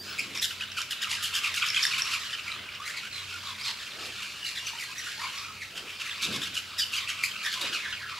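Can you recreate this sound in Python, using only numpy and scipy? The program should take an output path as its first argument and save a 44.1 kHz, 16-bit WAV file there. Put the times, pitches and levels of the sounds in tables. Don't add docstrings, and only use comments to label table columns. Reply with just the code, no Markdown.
import sys
import numpy as np
from scipy import signal
from scipy.fft import rfft, irfft, next_fast_len
from scipy.io import wavfile
from scipy.ndimage import uniform_filter1d, map_coordinates

SR = 44100
rng = np.random.default_rng(int(sys.argv[2]) if len(sys.argv) > 2 else 0)


def to_wav(sig):
    pcm = np.clip(np.atleast_2d(sig), -1, 1) * 32767
    pcm = np.round(pcm).astype(np.int16)
    wavfile.write(sys.argv[1], SR, pcm.T)


N = 361179
TOP_HZ = 15750


# time in seconds, length in ms, nominal level in dB,
# throat resonance in Hz before it sinks, treble tilt at the start in dB per octave.
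SQUAWKS = [(0.067, 114, -41.5, 4304, -3), (0.179, 50, -33, 2420, 2.5), (0.348, 46, -36, 2275, 3),
           (0.418, 45.4, -27, 3257, 7), (0.495, 41, -36, 2885, -1.5), (0.601, 55, -37, 2850, -2),
           (0.715, 28, -39.5, 2877, 1), (0.771, 58.6, -33, 2846, 2), (0.908, 34.7, -32, 3035, 4),
           (1.02, 41, -31.5, 2956, 2.5), (1.097, 77, -32.5, 2895, 4.5), (1.226, 56, -30.5, 2985, 7),
           (1.336, 63, -30, 3056, 5), (1.43, 63, -31.5, 2602, 2.5), (1.541, 67, -32, 2425, 5),
           (1.61, 42, -27, 2565, -3.5), (1.662, 43, -36.5, 3550, 5.5), (1.74, 56, -36, 2550, 3),
           (1.82, 47, -33, 5620, 4.5), (1.909, 71, -41, 2352, 2), (1.981, 31.5, -28, 2473, 3),
           (2.11, 63.4, -30.5, 2557, 2), (2.33, 37, -35.5, 3000, -2.5), (2.468, 54, -36, 2440, 0),
           (2.627, 77, -49, 2890, -6), (2.856, 79, -38, 1910, 4), (2.966, 43, -38, 4210, 1.5),
           (3.641, 83, -34, 4100, 1.5), (3.858, 34, -43, 2580, 3), (4.041, 55, -44.5, 2750, 7),
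           (4.185, 98, -42, 2640, 3), (4.441, 83, -38.5, 4180, 4), (4.553, 54, -37, 3590, 2),
           (4.665, 38, -35, 2616, 3), (4.789, 65, -40, 2377, 6.5), (4.956, 71, -43, 1870, 4.5),
           (5.04, 120, -42, 1637, 4), (5.192, 96, -38, 2340, -16.5), (5.347, 94, -43.5, 5510, 4.5),
           (5.609, 40, -38.5, 2013, 0.5), (5.758, 48, -38.5, 2880, 2.5), (5.88, 56, -45, 2470, 3.5),
           (5.996, 46, -37, 2840, 2.5), (6.052, 53, -40.5, 1967, 4), (6.103, 46, -37.5, 3270, -1),
           (6.218, 51, -28.5, 3627, 3.5), (6.324, 58, -33.5, 3400, 3), (6.413, 70, -34, 3210, 3),
           (6.543, 65, -34.5, 2950, 4), (6.783, 55.5, -29.5, 4860, 4.5), (6.925, 73, -33.5, 2856, 4.5),
           (7.084, 40, -32, 2884, 2.5), (7.233, 42, -31, 2316, 6.5), (7.433, 61, -35.5, 1765, 3.5),
           (7.519, 45.3, -32.5, 3356, 3), (7.612, 26.4, -32.5, 3850, 4.5), (7.725, 55, -31, 2673, 0.5),
           (7.836, 51, -35.5, 1750, -4), (7.915, 50, -34, 2850, -2), (7.993, 95, -41.5, 1640, -8),
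           (8.083, 75, -40, 2576, -9)]
LEAD_S = 0.008


def near_squawks():
    out = np.zeros((2, N))
    for s, ms, db, hz, tilt_db in SQUAWKS:
        add(out, amp(db) * squawk(ms, hz, tilt_db, rough=0.15), s - LEAD_S, rng.normal(-0.36, 0.76))
    return out


TRILL_HZ = (114.9, 165.2)
TRILL_DEPTH, TRILL_GAP = 0.1006, 0.48
ATTACK_MS, SAG, THROAT_SAG = 13, 0.3, 0.11


def squawk(ms, peak_hz, bright_db, rough):
    size = int((ms + 40) * SR / 1000)
    u = np.arange(size) * 1000 / SR
    through = u / (ms + 40)
    overtone = max(round(peak_hz / rng.uniform(1120, 1900)), 1)
    base = peak_hz / overtone

    start = rng.random()
    rate = rng.uniform(*TRILL_HZ) * np.exp(0.2 * wobble(size, 40.7))
    beat = start + np.cumsum(rate) / SR
    draws = rng.standard_normal((2, int(beat[-1]) + 1))
    step, strength = uniform_filter1d(draws[:, beat.astype(int)], size=30)

    sweep = TRILL_DEPTH * np.sin(2 * np.pi * beat + rng.uniform(-2.24, -0.69))
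    pitch = base * np.exp(SAG * (0.4 - through) + 0.08 * step + sweep)
    pulses = amp(2.34 * strength) * (1 - TRILL_GAP * np.cos(np.pi * beat) ** 2)

    attack = np.clip(u / ATTACK_MS, 0, 1)
    arc = 0.58 + 0.62 * np.sin(np.pi * np.clip(u / ms, 0, 1))
    release = amp(-0.9 * np.clip(u - ms, 0, None))
    throat_hz = peak_hz * np.exp(THROAT_SAG * (0.4 - u / ms))
    voice = syrinx(pitch, throat_hz, 7.6, bright_db - 3 * through, rough)
    return unit(pulses) * attack * arc * release * voice


# frequency in Hz, gain in dB.
THROAT = [(470, -50), (800, -10), (1010, -6.5), (1360, -7), (2420, -2.5), (3100, -3.5), (4900, -6.5),
          (6100, -11), (7500, -12.5), (9100, -21.5), (10300, -19), (12300, -24), (15600, -37)]


def syrinx(pitch, peak_hz, peak_db, bright_db, rough):
    k = np.arange(1, 13)[:, None]
    share = np.clip(rough, 0, 1)
    hz = k * pitch
    resonance = peak_db / (1 + ((hz - peak_hz) / 500) ** 2)
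    colour = along(THROAT, hz) + bright_db * np.log2(hz / 3000) + resonance
    flutter = wobble(hz.size, 450, order=1).reshape(hz.shape)
    jitter = 1 + 0.035 * share * wobble(len(pitch), 1812, order=1)
    cycles = np.cumsum(pitch * jitter) / SR
    waves = np.sin(2 * np.pi * (k * cycles + rng.random(k.shape)))
    tones = amp(colour) * (hz < TOP_HZ) * waves
    rasp = np.sqrt(1 - share) + np.sqrt(share) * flutter
    return unit((tones * rasp).sum(0))


# time in seconds, length in ms, pitch in Hz before sag and arch, nominal level in dB.
NOTES = [(0.206, 8.5, 1330, -51), (0.352, 12, 1190, -39), (0.437, 7.4, 1580, -46), (0.443, 4.1, 1510, -34),
         (0.606, 8.4, 1330, -30.5), (0.619, 9.3, 1520, -32.5), (0.636, 6.5, 1500, -36),
         (0.775, 5.2, 2550, -30), (0.917, 7.2, 3210, -35), (1.043, 4.7, 2950, -28), (1.129, 4.9, 2140, -29),
         (1.145, 11, 5100, -38), (1.339, 7.1, 1560, -31), (1.352, 18, 1602, -30.5), (1.442, 16, 2620, -27),
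         (1.571, 11, 1460, -29.5), (1.619, 8.5, 3350, -27), (1.626, 6.7, 2510, -23),
         (1.663, 5.3, 1740, -26), (1.745, 4.4, 1640, -23), (1.759, 8.6, 3490, -23.5),
         (1.765, 9.7, 2535, -22), (1.772, 11, 1620, -23.5), (1.789, 7.4, 1153, -27),
         (1.825, 11, 5200, -27.5), (1.91, 13, 1465, -30), (1.935, 9.3, 2434, -26.5),
         (1.942, 9.2, 1524, -26), (2.146, 7.9, 2520, -27), (2.333, 11, 3100, -33), (2.517, 3.9, 4130, -29),
         (2.688, 7.1, 2410, -36.5), (3.663, 17, 4400, -35), (4.783, 11, 1570, -37), (4.8, 17, 2350, -39),
         (4.825, 5.9, 2160, -35), (6.233, 25, 1895, -38), (6.575, 6.6, 1527, -27), (6.815, 29, 3150, -29),
         (6.935, 6.4, 1390, -26), (6.946, 7, 1410, -34), (6.975, 16, 3180, -29.5), (7.074, 5.7, 2700, -31),
         (7.236, 3.9, 2200, -24), (7.244, 5.9, 1305, -27), (7.31, 11, 3280, -33), (7.462, 8.1, 1870, -29.5),
         (7.615, 31, 3900, -36), (7.727, 7, 3520, -40)]
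NOTE_SAG = 0.057
MOUTH_HZ = 2030


def clear_notes():
    out = np.zeros((2, N))
    for s, ms, hz, db in NOTES:
        note = glide(ms, hz, hz * (1 - NOTE_SAG), np.ceil(MOUTH_HZ / hz), 0.13, rough=0.12)
        add(out, amp(db) * note, s, rng.normal(-0.47, 0.31))
    return out


# time in seconds, length in ms, pitch in Hz before sag and arch,
# number of the loudest overtone, nominal level in dB.
SCREECHES = [(4.66, 21, 3140, 2, -37.5), (4.978, 21, 2006, 3, -36.5), (6.782, 14.5, 2650, 2, -33),
             (6.801, 11.1, 2490, 2, -26), (6.965, 16, 2510, 2, -32.5)]


def screeches():
    out = np.zeros((2, N))
    for s, ms, hz, overtone, db in SCREECHES:
        note = glide(ms, hz, hz * (1 - NOTE_SAG), overtone, 4.8, rough=0.077)
        add(out, amp(db) * note, s, rng.normal(-0.4, 0.3))
    return out


# time in seconds, nominal level in dB.
CHIPS = [(0.351, -31), (0.374, -29), (0.396, -30), (0.717, -39), (0.816, -30), (1.541, -26), (1.684, -24.5),
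         (1.701, -24), (1.8297, -21.5), (1.8358, -24), (1.851, -18.5), (1.866, -25), (2.0193, -22),
         (2.7496, -40.5), (4.6633, -43)]
CHIP_MS, CHIP_FROM_HZ, CHIP_TO_HZ = 4.74, 1980, 1640


def chips():
    out = np.zeros((2, N))
    for s, db in CHIPS:
        note = glide(CHIP_MS, CHIP_FROM_HZ, CHIP_TO_HZ, 3, 0.34, rough=0.5)
        add(out, amp(db) * note, s, rng.normal(-0.49, 0.55))
    return out


# time in seconds,
# length in ms, pitch from in Hz and pitch to in Hz (both before the arch), level in dB before the throb.
CROAKS = [(0.761, 54, 1668, 976, -38.5), (1.025, 67, 1607, 1150, -44.5), (1.162, 66, 1750, 1320, -44),
          (2.151, 120, 1350, 1060, -49), (2.438, 155, 1512, 1106, -46), (2.748, 22, 3200, 1780, -44),
          (2.775, 130, 1050, 1538, -44), (3.025, 63, 1386, 1645, -44), (3.1, 140, 4320, 3890, -44),
          (3.249, 130, 2675, 2554, -47), (3.316, 76, 1426, 1410, -43), (3.41, 143, 1269, 960, -47),
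          (3.46, 80, 3600, 3460, -47), (3.589, 62, 4000, 5770, -42.5), (3.65, 60, 916, 970, -46),
          (4.172, 59, 1600, 995, -48.5), (4.216, 53, 1100, 1860, -45), (4.403, 110, 3000, 2760, -42),
          (4.57, 83, 2770, 2900, -45), (4.673, 44, 2294, 766, -47.5), (4.815, 32.7, 2544, 930, -42),
          (4.71, 69, 850, 990, -45.5), (4.83, 55, 4400, 4200, -49), (4.869, 74, 950, 1133, -53),
          (4.84, 84, 1450, 1730, -53), (4.95, 65, 1865, 1945, -43), (5.06, 36, 1460, 1484, -42),
          (5.17, 83, 850, 1105, -42), (5.19, 150, 4580, 4110, -51), (5.21, 65, 2400, 2210, -42),
          (5.311, 164, 1076, 1250, -46.5), (5.421, 115, 1493, 1176, -47), (7.431, 77, 1750, 1728, -37),
          (7.549, 88, 1084, 942, -44), (7.861, 71, 1787, 1720, -41), (7.998, 83, 1690, 1520, -53),
          (8.099, 114, 1450, 840, -49.5)]
THROB_HZ, THROB_DEPTH = 52.8, 0.64


def croaks():
    out = np.zeros((2, N))
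    for s, ms, hz0, hz1, db in CROAKS:
        note = glide(ms, hz0, hz1, 1.1, 0.92, rough=0.36)
        throb = 1 - THROB_DEPTH * np.cos(2 * np.pi * THROB_HZ * np.arange(len(note)) / SR)
        add(out, amp(db) * throb ** 1.26 * note, s, rng.normal(-0.33, 1.0))
    return out


ARCH = 0.0586


def glide(ms, hz0, hz1, overtone, bright_db, rough):
    u = np.linspace(0, 1, int(ms * SR / 1000))
    pitch = (hz0 + (hz1 - hz0) * u) * (1 - ARCH * (2 * u - 1) ** 2)
    voice = syrinx(pitch, overtone * pitch, 13.2, bright_db, rough)
    return voice * signal.windows.tukey(len(pitch), 0.6)


# time in seconds, frequency in Hz, level of the fundamental in dB.
WHISTLE = [(0, 4660, -41), (.08, 5020, -51), (.1, 5200, -40), (.14, 5260, -53)]


def whistle():
    hz, db = curve(WHISTLE)
    phase = 2 * np.pi * np.cumsum(hz) / SR
    sounding = np.arange(N) < WHISTLE[-1][0] * SR
    tone = np.sin(phase) + 0.072 * np.sin(2 * phase) + 0.25 * np.sin(3 * phase)
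    return amp(db) * sounding * tone


# time in seconds, level in dB.
FLOCK = [(0.0, -45.5), (0.27, -42), (0.75, -44), (1.85, -33), (2.33, -38.5), (2.6, -43), (3.67, -41.5),
         (4.04, -42), (4.88, -44), (5.27, -38.5), (5.6, -48), (6.25, -38.5), (6.77, -44.5), (6.98, -37),
         (7.32, -40), (7.66, -34), (7.96, -43), (8.19, -41)]
# time in seconds, gain in dB.
FLOCK_TREBLE = [(0, 5.5), (.6, -4), (1.3, -1.5), (2.2, 3.5), (2.75, -8), (3.15, 3), (4.0, 1), (4.5, 3.5),
                (5.35, 2), (5.7, 1), (6.6, -2), (7.6, 0), (8.19, -1.5)]
TREBLE_HZ = 4740
FAR_LOW_HZ, FAR_LOW_DB = 1830, 2


def far_birds(count=680, voices=160):
    out = np.zeros((2, N))
    calls = []
    for long, high in rng.random((voices, 2)):
        calls.append(squawk(25 + 85 * long, 2100 * 2.4 ** high, 0.75, rough=0.21))
    for n, (when, which, loud, side) in enumerate(rng.random((count, 4))):
        s = (n - 3 * when) / count * N / SR
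        add(out, amp(5.4 * loud) * calls[int(which * voices)], s, 2.7 * (side - 0.6))
    treble = filtered(out, lambda hz: 1 / (1 + (TREBLE_HZ / (hz + 1)) ** 6))
    out += (amp(curve(FLOCK_TREBLE)[0]) - 1) * treble
    babble = filtered(out, lambda hz: amp(FAR_LOW_DB / (1 + (hz / FAR_LOW_HZ) ** 4)))
    return amp(curve(FLOCK)[0]) * unit(babble)


# frequency in Hz, time in seconds to fall by 60 dB.
TREES = [(500, 0.32), (3000, 0.35), (12000, 0.42)]
ECHO_S = 0.25
ECHO_WIDENS = 0.13


def trees(x):
    out, step = np.zeros_like(x), int(ECHO_S * SR)
    for start in range(-step, N, step):
        hz, t, z = signal.stft(rng.standard_normal((2, SR // 2)), SR, nperseg=256)
        width = np.array([hz ** 0, (hz / 3000) ** ECHO_WIDENS])[..., None]
        decay = amp(-60 * t / along(TREES, hz)[:, None])
        mid, side = signal.istft(z * width * decay, SR, nperseg=256)[1]
        tail = np.array([mid + 0.46 * side, mid - 0.5 * side]) / np.linalg.norm(mid)
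        at = np.arange(max(start, 0), min(start + 2 * step, N))
        fade = np.sin(np.pi * (at - start) / (2 * step))
        echo = signal.fftconvolve(x[:, at] * fade, tail, axes=1)
        out[:, at[0]:at[0] + echo.shape[1]] += echo[:, :N - at[0]]
    return out


# centre in seconds, length in seconds between the points at 1/e of the peak,
# level in dB at the centre before the beat, resonance in Hz.
WINGS = [(0.047, 0.68, -54.5, 259), (0.29, 0.21, -50.5, 232), (2.604, 0.12, -54.5, 445),
         (4.04, 0.2, -49.5, 414), (5.817, 0.2, -52, 362), (6.337, 0.16, -39.5, 200), (6.44, 0.24, -52, 184),
         (7.644, 0.067, -43.5, 402), (7.725, 0.13, -49.5, 312)]


def wings():
    out, t = np.zeros((2, N)), np.arange(N) / SR
    for s, long, db, hz in WINGS:
        resonance = lambda f: (f * hz) ** 2 / ((hz * hz - f * f) ** 2 + (f * hz * 1.47) ** 2)
        air = hiss(resonance, alike=[(hz, 0.97)])
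        beats = 1 + 0.056 * np.sin(2 * np.pi * 17 * (t - s) + np.pi / 2)
        out += amp(db) * air * beats * np.exp(-(2 * (t - s) / long) ** 2)
    return out


# time in seconds, level in dB.
DRONE = [(0, -57), (1, -58.5), (2.4, -57), (3.2, -58.5), (4.5, -60), (5.3, -60.5), (6.7, -62), (7.5, -57.5),
         (8.19, -58.5)]
# centre in Hz, width in Hz, relative level in dB before the sum is squared.
HUM = [(92.3, 2.3, 2), (124.3, 8.7, -4), (206.7, 7.1, -3.5), (410, 41, -10), (610, 14.4, -8)]


def drone():
    def bands(f):
        total = sum(amp(db) * f * w / np.hypot(c * c - f * f, f * w) for c, w, db in HUM)
        return total ** 2
    return amp(curve(DRONE)[0]) * hiss(bands, alike=[(100, 1.0)])


# frequency in Hz, relative level in dB per Hz.
AIR = [(25, -20), (55, -2), (100, 0), (500, -6.5), (800, -7.5), (3000, -6.5), (15600, -20)]
# frequency in Hz, correlation 0-1.
AIR_ALIKE = [(25, 0.75), (60, 1), (500, 0.92), (12000, 0.78)]


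def steady_air():
    return amp(-52.0) * hiss(lambda f: amp(along(AIR, f)), alike=AIR_ALIKE)


def hiss(response, alike):
    turn = lambda f: np.arccos(np.clip(along(alike, f), 0, 1)) / 2
    shares = lambda f: response(f) * [np.cos(turn(f)), np.sin(turn(f))]
    mid, side = filtered(rng.standard_normal((2, N)), shares)
    return unit(np.array([mid + side, mid - side]))


def add(out, sound, s, side):
    for channel, lean in enumerate((side, -side)):
        i = max(round(s * SR) - int(lean / 1.3), 0)
        out[channel, i:i + len(sound)] += (amp(0.2 * lean) * sound)[:max(N - i, 0)]


def filtered(x, response):
    m = next_fast_len(N + SR // 2)
    return irfft(rfft(x, m) * response(np.fft.rfftfreq(m, 1 / SR)), m)[..., :N]


def wobble(size, rate, order=3):
    knots = rng.standard_normal(int(size * rate / SR) + 4)
    return map_coordinates(knots, [np.arange(size) * rate / SR + 1], order=order)


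def curve(rows):
    s, *cols = np.transpose(rows)
    return [np.interp(np.arange(N) / SR, s, c) for c in cols]


def along(points, hz):
    f, v = np.transpose(points)
    return np.interp(np.log(hz + 1), np.log(f + 1), v)


def amp(db):
    return 10 ** (np.asarray(db) / 20)


def unit(x):
    return x / np.sqrt(np.mean(x ** 2) + 1e-20)


def scene():
    near = near_squawks() + clear_notes() + screeches() + chips() + croaks() + whistle()
    far = far_birds()
    birds = near + far + trees(amp(-5.5) * near + amp(-4.5) * far)
    small = lambda hz: 1 / np.hypot(1, (860 / (hz + 1)) ** 6)
    return filtered(birds, small) + wings() + drone() + steady_air()


LEFT_DB = -0.4


def record(dry):
    balance = amp([[LEFT_DB / 2], [-LEFT_DB / 2]])
    return filtered(dry * balance, lambda hz: hz < TOP_HZ)


dry = scene()
out = record(dry)
to_wav(out)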